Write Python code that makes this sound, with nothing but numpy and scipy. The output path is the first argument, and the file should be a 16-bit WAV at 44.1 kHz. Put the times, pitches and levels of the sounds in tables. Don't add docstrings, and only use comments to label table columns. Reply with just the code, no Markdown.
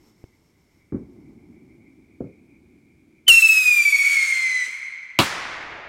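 import sys
import numpy as np
from scipy import signal
from scipy.fft import rfft, irfft
from scipy.io import wavfile

SR = 44100
rng = np.random.default_rng(int(sys.argv[2]) if len(sys.argv) > 2 else 0)


def store_wav(level_fs):
    pcm = np.round(np.clip(np.atleast_2d(level_fs), -1, 1) * 32767)
    wavfile.write(sys.argv[1], SR, pcm.T.astype(np.int16))


N = 259554
T = np.arange(N) / SR

# (frequency [Hz], level per Hz [dB])
AIR_COLOUR = [(25, -17), (60, 4.5), (150, 2.5), (330, -2), (520, -12), (1000, -21.5), (1600, -20),
              (4000, -26), (9000, -28.5), (16000, -36)]
# (time [s], level [dB], centre frequency [Hz])
INSECT_CHORUS = [(0, -72, 2133), (1.9, -64, 2242), (2.55, -64.5, 2300), (3.2, -66.5, 2280)]
# (frequency [Hz], level per Hz [dB])
PRELAUNCH_COLOUR = [(200, 8), (350, 18.5), (550, -4), (900, 3.5), (1600, -10), (4000, -9.5), (5350, -5.5),
                    (6200, -7), (8500, -11.5), (10000, -22.5), (12000, -10.5), (16000, -23)]
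# (frequency [Hz], level [dB], t60 [s])
SPARK_KNOCK = [(315, -26.5, 0.011), (120, -30, 0.026)]
# (time [s], level [dB], upper edge [Hz], echo delay [s],
#                 echo re thud [dB], rolling echo re thud [dB])
FAR_BANGS = [(0.921, -20.5, 361, 0.02, -3, -23), (2.204, -22.5, 468, .033, -12, -29.5)]
# (frequency [Hz], level per Hz [dB])
ROLL_COLOUR = [(24, -46), (40, -14), (70, -5.5), (161, -4.5), (215, 0), (279, 2), (355, -0.5), (496, -24),
               (843, -25), (1500, -42), (1950, -60), (3300, -120)]
# (time [s], pitch before flare, Doppler and jitter [Hz])
PIPE_PITCH = [(3.34, 2711), (3.59, 2553), (3.96, 2233), (4.13, 2244), (4.194, 2162), (4.248, 2165),
              (4.63, 1989)]
# (time [s], share of full tone [0-1])
PIPE_SINGING = [(3.267, 0), (3.279, .07), (3.283, .8), (3.292, 1), (4.666, 1), (4.68, 0)]
# (time [s], depth [dB], sinking time [s])
TONE_FADES = [(3.335, 3.5, 0.006), (3.416, 17.5, 0.018), (3.481, 21, 0.0047), (3.559, 3.5, 0.035),
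              (3.652, 7.5, .06), (3.701, 10, 0.005), (3.756, 9, 0.0057), (3.843, 40, 0.012),
              (3.915, 17, 0.015), (3.977, 19, 0.013)]
# (multiple of the pitch [1], level [dB])
PIPE_OVERTONES = [(2, -6.5), (3, -8), (4, -14.5), (5, -13.5), (6, -16.5)]
# (multiple of the pitch [1], level [dB])
HALF_ORDER_LINES = [(.5, -19.5), (1.5, -8), (2.5, -4.5), (3.5, -6), (4.5, -8.5), (5.5, -16.5), (6.5, -19.5)]
# (frequency [Hz], level per Hz [dB])
JET_COLOUR = [(60, -36.5), (350, -13.5), (750, -16.5), (1200, -17), (2000, 6), (3100, 1.5), (5000, 1.5),
              (7200, 6.5), (9000, 5.5), (10500, -6), (16000, -8.5)]
# (time [s], level [dB], t60 [s], upper edge [Hz])
MOTOR_THUMPS = [(3.282, -36, 0.11, 587), (3.3, -33, 0.18, 61), (4.672, -51, 0.11, 560)]
# (frequency [Hz], near trees per Hz [dB], far houses per Hz [dB], far t60 [s])
SURROUNDINGS = [(59, -25.5, -13.5, 8.5), (206, -6, -8, 2.45), (513, -8, -6.5, 6.2), (1080, 13, 3.5, 2.2),
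                (2040, 7.5, 4.5, 3.01), (3220, 15.5, -6, 2.04), (5080, -10.5, -2.5, 1.24),
                (8470, 3, -10.5, 0.73), (15110, -11.5, -23.5, 0.36)]
# (time [s], level [dB], pulse length [s])
BURST_PULSES = [(5.1892, 15, 0.00036), (5.1895, 13.5, 0.00039), (5.1899, -9, 0.001197),
                (5.1921, -5.5, 0.00066), (5.1973, -12.5, 0.00076), (5.199, -8.5, 0.00322),
                (5.203, -7, 0.00064), (5.223, -9, 0.00036)]
# (frequency [Hz], level per Hz [dB])
CLUTTER_COLOUR = [(24, -25.5), (40, -4), (96, 0), (290, 7), (516, -1), (1240, 4), (1810, -29), (2260, 0.5),
                  (2570, -9), (3470, 0.5), (4930, -10), (11800, -57), (16000, -22)]

PRELAUNCH_START_DB, PRELAUNCH_FALL_DB_PER_S, PRELAUNCH_FLICKER_DB = -62, 9, 2
SPARK_S = 0.24
FAR_BANG_T60_S, FAR_ECHO_T60_S = 0.096, 0.25
IGNITION_S, BURNOUT_S = 3.28, 4.666
ROCKET_DB = 8
FLARE_HZ, FLARE_PITCH_HOLD_S, FLARE_PITCH_S = 332, 0.012, 0.009
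FLARE_TONE_DB, FLARE_RASP_DB, FLARE_S = 4, 11, 0.064
TONE_DB, TONE_FALL_DB_PER_S = -9, 11
RASP_DB, RASP_FALL_DB_PER_S = -28, 6.5
HALF_ORDER_DB, HALF_ORDER_FALL_DB_PER_S = 2, 8
JET_DB, JET_FALL_DB_PER_S = -4.5, 4
CATCH_S, SURGE_DB, SURGE_AFTER_S = 0.0065, 1.5, 0.017
TIP_S, TIP_ATTACK_S, TIP_HOLD_S, TIP_RELEASE_S = 4.0, 0.05, 0.21, 0.24
TIP_JET_DB, ROAR_DB, TIP_ROAR_DB = 7.5, -23.5, 11.5
TIP_TONE_LOSS_DB, TIP_FLUTTER_DB = 1.5, 1
JITTER, TIP_JITTER = 0.00475, 0.0096
ROUNDING_DB_PER_S = 25
COLLAPSE_S = 4.63
BLOW_OUT_T60_S, BLOW_OUT_HZ = 1, 4500
AIR_LOSS_DB_PER_S2 = 1
DIRECT_AIR_SHARE, SCATTER_AIR_SHARE = 0.86, 0.087
CLEARING_S, SHADED_DB = 0.52, 20.5
SCATTER_TONE_DB, SCATTER_TONE_FALL_DB_PER_S = -18.5, 10
SCATTER_RASP_DB, SCATTER_RASP_FALL_DB_PER_S = -28, 0.5
DUCK_ABOVE_DB, DUCK_MOST_DB, DUCK_ATTACK_S, DUCK_RELEASE_DB_PER_S = -14.5, 8, 0.0011, 2.5
CUTOFF_HZ = 15900


def from_db(db):
    return 10 ** (np.asarray(db) / 20)


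def rms_one(x):
    return x / np.sqrt(np.mean(x ** 2) + 1e-20)


def in_time(rows):
    s, *columns = np.transpose(rows)
    return [np.interp(T, s, column) for column in columns]


def at_hz(points, hz, axis=1):
    points = np.array(points)
    return np.interp(np.log(hz), np.log(points[:, 0]), points[:, axis])


def butter(x, hz, kind, order=2):
    sos = signal.butter(order, np.clip(hz, 10, 0.45 * SR), kind, fs=SR, output="sos")
    return signal.sosfilt(sos, x)


def drift(rate_hz):
    f = np.arange(N // 2 + 1) * SR / N
    return rms_one(irfft(rfft(rng.standard_normal(N)) / (1 + (f / rate_hz) ** 4), N))


def noise(spectrum):
    f = np.arange(N // 2 + 1) * SR / N + 1
    return rms_one(irfft(rfft(rng.standard_normal(N)) * from_db(at_hz(spectrum, f)), N))


def bands(x):
    centres = np.geomspace(40, 16000, 18)
    log_f = np.log(np.arange(N // 2 + 1) * SR / N + 1)
    whole = rfft(x)
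    split = []
    for hz, one in zip(centres, np.eye(len(centres))):
        share = np.interp(log_f, np.log(centres), one)
        split.append((hz, irfft(whole * share, N)))
    return split


def blurred_line(phase, width_hz):
    return (drift(width_hz) * np.sin(phase) + drift(width_hz) * np.cos(phase)) / np.sqrt(2)


def decay(start, t60, rise):
    age = np.maximum(T - start, 0)
    return (1 - np.exp(-age / rise)) * from_db(-60 * age / t60)


def ramp(start, length):
    return np.clip((T - start) / length, 0, 1)


def night_air(level_db=-63.0):
    return from_db(level_db) * noise(AIR_COLOUR)


def insects(width_hz=185, throb_db=2.5):
    level, centre = in_time(INSECT_CHORUS)
    trill = blurred_line(2 * np.pi * np.cumsum(centre) / SR, width_hz)
    return trill * from_db(level + throb_db * drift(8.3))


def fuse_and_rumble(whistle_hz=5400, whistle_width_hz=110, whistle_db=-11.5):
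    thin_whistle = blurred_line(2 * np.pi * whistle_hz * T, whistle_width_hz)
    hiss_and_rumble = noise(PRELAUNCH_COLOUR)
    sound = hiss_and_rumble + from_db(whistle_db) * thin_whistle
    level = PRELAUNCH_START_DB - PRELAUNCH_FALL_DB_PER_S * T + PRELAUNCH_FLICKER_DB * drift(8.7)
    return sound * from_db(level) * (T < IGNITION_S)


def spark(tick_db=-49, tick_t60=0.024, tick_hz=2600):
    burst_noise = rng.standard_normal(N) * decay(SPARK_S, tick_t60, 0.00018)
    pop = from_db(tick_db) * butter(burst_noise, tick_hz, "low", order=1)
    for hz, db, t60 in SPARK_KNOCK:
        pop += from_db(db) * np.sin(2 * np.pi * hz * (T - SPARK_S)) * decay(SPARK_S, t60, 0.0003)
    return pop


def thud(s, db, t60, edge_hz, crack_db=-29.0, crack_hz=1450):
    blast = butter(rng.standard_normal(N) * decay(s, t60, 0.00077), edge_hz / 4, "high")

    def below(hz):
        return butter(blast, hz, "low", order=6) * np.sqrt(SR / hz)

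    return from_db(db) * (below(edge_hz) + from_db(crack_db) * below(crack_hz))


def far_fireworks(roll_t60=6.17):
    thuds, roll_power = np.zeros(N), np.zeros(N)
    for s, db, edge_hz, delay, echo_db, roll_db in FAR_BANGS:
        thuds += thud(s, db, FAR_BANG_T60_S, edge_hz)
        thuds += thud(s + delay, db + echo_db, FAR_ECHO_T60_S, edge_hz)
        roll_power += (from_db(db + roll_db) * decay(s, roll_t60, 0.12)) ** 2
    return thuds + np.sqrt(roll_power) * noise(ROLL_COLOUR)


def flight_time():
    return np.maximum(T - IGNITION_S, 0)


def tipping():
    return ramp(TIP_S, TIP_ATTACK_S) - ramp(TIP_S + TIP_ATTACK_S + TIP_HOLD_S, TIP_RELEASE_S)


def faltering():
    def bump(s, width):
        return np.exp(-((T - s) / width) ** 2)

    change = np.zeros(N)
    for s, depth, sink in TONE_FADES:
        change -= depth * bump(s, np.where(T < s, sink, CATCH_S))
        change += SURGE_DB * bump(s + SURGE_AFTER_S, SURGE_AFTER_S / 2)
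    return change


def whistle(tone_db, rasp_db, doppler, smear, air_share, overtones_db, tilt_db, overtone_fade_db=3.0,
            half_width_hz=170, sputter_db=1.74, roar_hz=1550, roar_width_hz=330):
    (pitch,), (singing,) = in_time(PIPE_PITCH), in_time(PIPE_SINGING)
    age, tipped = flight_time(), tipping()
    pitch = pitch + FLARE_HZ * np.exp(-np.maximum(age - FLARE_PITCH_HOLD_S, 0) / FLARE_PITCH_S)
    roughness = np.hypot(JITTER + TIP_JITTER * tipped, smear)
    phase = 2 * np.pi * np.cumsum(pitch * (1 + doppler + roughness * drift(202.3))) / SR
    air_loss = air_share * AIR_LOSS_DB_PER_S2 * age ** 2
    rounding = ROUNDING_DB_PER_S * np.maximum(T - TIP_S, 0)

    def through_air(hz):
        return from_db(-air_loss * (hz / 10 ** 4) ** 2)

    def line_gain(k, db):
        return from_db(db - rounding * max(k - 4, 0)) * through_air(k * pitch)

    jet_db = JET_DB - JET_FALL_DB_PER_S * age + TIP_JET_DB * tipped + sputter_db * drift(62.4)
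    jet = sum(band * through_air(hz) for hz, band in bands(noise(JET_COLOUR))) * from_db(jet_db)
    blow_out = butter(jet, BLOW_OUT_HZ, "high") * decay(BURNOUT_S, BLOW_OUT_T60_S, 0.0046)
    roar_db = ROAR_DB + TIP_ROAR_DB * tipped + 2.5 * drift(35)
    rasp = jet + blurred_line(2 * np.pi * roar_hz * T, roar_width_hz) * from_db(roar_db)
    for k, db in PIPE_OVERTONES:
        level = db + overtones_db + tilt_db * (k - 2) + overtone_fade_db * drift(29)
        rasp += np.sqrt(2) * np.sin(k * phase) * line_gain(k, level)
    half_db = HALF_ORDER_DB - HALF_ORDER_FALL_DB_PER_S * age
    for k, db in HALF_ORDER_LINES:
        rasp += blurred_line(k * phase, half_width_hz) * line_gain(k, db + half_db)
    tone = singing * np.sqrt(2) * np.sin(phase) * from_db(tone_db)
    return tone + (singing ** 2 * rasp + blow_out) * from_db(rasp_db)


def direct_whistle(flutter_db=2.0, collapse_db=8.5):
    age, tipped = flight_time(), tipping()
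    flare = np.exp(-age / FLARE_S)
    tone = TONE_DB - TONE_FALL_DB_PER_S * age + FLARE_TONE_DB * flare - TIP_TONE_LOSS_DB * tipped
    tone = tone + faltering() + (flutter_db + TIP_FLUTTER_DB * tipped) * drift(52)
    tone = tone - collapse_db * ramp(COLLAPSE_S, 0.0092)
    rasp = RASP_DB - RASP_FALL_DB_PER_S * age + FLARE_RASP_DB * flare
    return whistle(tone, rasp, doppler=0, smear=0, air_share=DIRECT_AIR_SHARE, overtones_db=1.3, tilt_db=0)


def scattered_whistle():
    age = flight_time()
    tone = SCATTER_TONE_DB - SCATTER_TONE_FALL_DB_PER_S * age
    tone = tone - SHADED_DB * (1 - ramp(IGNITION_S, CLEARING_S))
    rasp = SCATTER_RASP_DB - SCATTER_RASP_FALL_DB_PER_S * age
    return whistle(tone, rasp, doppler=0.022, smear=0.0158, air_share=SCATTER_AIR_SHARE,
                   overtones_db=-3.0, tilt_db=4.5)


def tree_response(rise=0.0098, near_t60=0.25):
    echo = 0
    for hz, band in bands(noise([(20, 0.0093), (20000, 0.00043)])):
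        near = from_db(at_hz(SURROUNDINGS, hz)) * decay(0, near_t60, rise)
        far_t60 = at_hz(SURROUNDINGS, hz, axis=3)
        far = from_db(at_hz(SURROUNDINGS, hz, axis=2)) * decay(0, far_t60, rise)
        echo = echo + band * np.hypot(near, far)
    near_pitch = slice(1500 * N // SR, 2600 * N // SR)
    return echo / np.sqrt(np.mean(np.abs(rfft(echo)[near_pitch]) ** 2))


def ignition(spit_db=-14, spit_t60=0.09):
    return from_db(spit_db) * noise(JET_COLOUR) * decay(IGNITION_S, spit_t60, 0.0011)


def motor_thumps():
    return sum(thud(*row) for row in MOTOR_THUMPS)


def burst(clutter_db=-10.0, clutter_t60=0.17, edge_hz=10000, low_hz=62, boom_db=-17.5, boom_hz=125,
          boom_t60=0.08, crack_db=-10, crack_hz=2750, crack_width_hz=230, crack_t60=0.056):
    pulses, start = np.zeros(N), BURST_PULSES[0][0]
    for s, db, length in BURST_PULSES:
        age = (T - s) / length
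        pulses += from_db(db) * (1 - 2 * age) * ((age >= 0) & (age < 1))
    pulses = butter(pulses, edge_hz, "low", order=1)
    clutter = from_db(clutter_db) * noise(CLUTTER_COLOUR) * decay(start, clutter_t60, 0.0003)
    boom = from_db(boom_db) * np.sin(2 * np.pi * boom_hz * (T - start)) * decay(start, boom_t60, 0.00051)
    ring = blurred_line(2 * np.pi * crack_hz * T, crack_width_hz)
    crack = from_db(crack_db) * ring * decay(start, crack_t60, 0.00035)
    return butter(pulses + boom + crack + clutter, low_hz, "high", order=4)


def scattered_echoes(bang_echo_db=3.5):
    to_trees = scattered_whistle()
    to_trees[round(BURST_PULSES[0][0] * SR)] += 10 * from_db(bang_echo_db)
    return signal.fftconvolve(to_trees, tree_response())[:N]


def scene():
    night = night_air() + insects() + fuse_and_rumble() + spark() + far_fireworks()
    rocket = direct_whistle() + scattered_echoes() + ignition() + motor_thumps() + burst()
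    return (night + from_db(ROCKET_DB) * rocket)[None]


def gain_control(x):
    over = np.clip(20 * np.log10(np.abs(x) + 1e-9) - DUCK_ABOVE_DB, 0, DUCK_MOST_DB)
    release = DUCK_RELEASE_DB_PER_S * T
    held = np.maximum.accumulate(over + release, axis=-1) - release
    keep = np.exp(-1 / (DUCK_ATTACK_S * SR))
    return x * from_db(-signal.lfilter([1 - keep], [1, -keep], held))


def record(dry, top=0.6):
    ducked = gain_control(dry)
    clipped = ducked / (1 + (ducked / top) ** 8) ** (1 / 8)
    top_cut = signal.ellip(10, 0.2, 80, CUTOFF_HZ, fs=SR, output="sos")
    return signal.sosfilt(top_cut, clipped)


dry = scene()
out = record(dry)
store_wav(out)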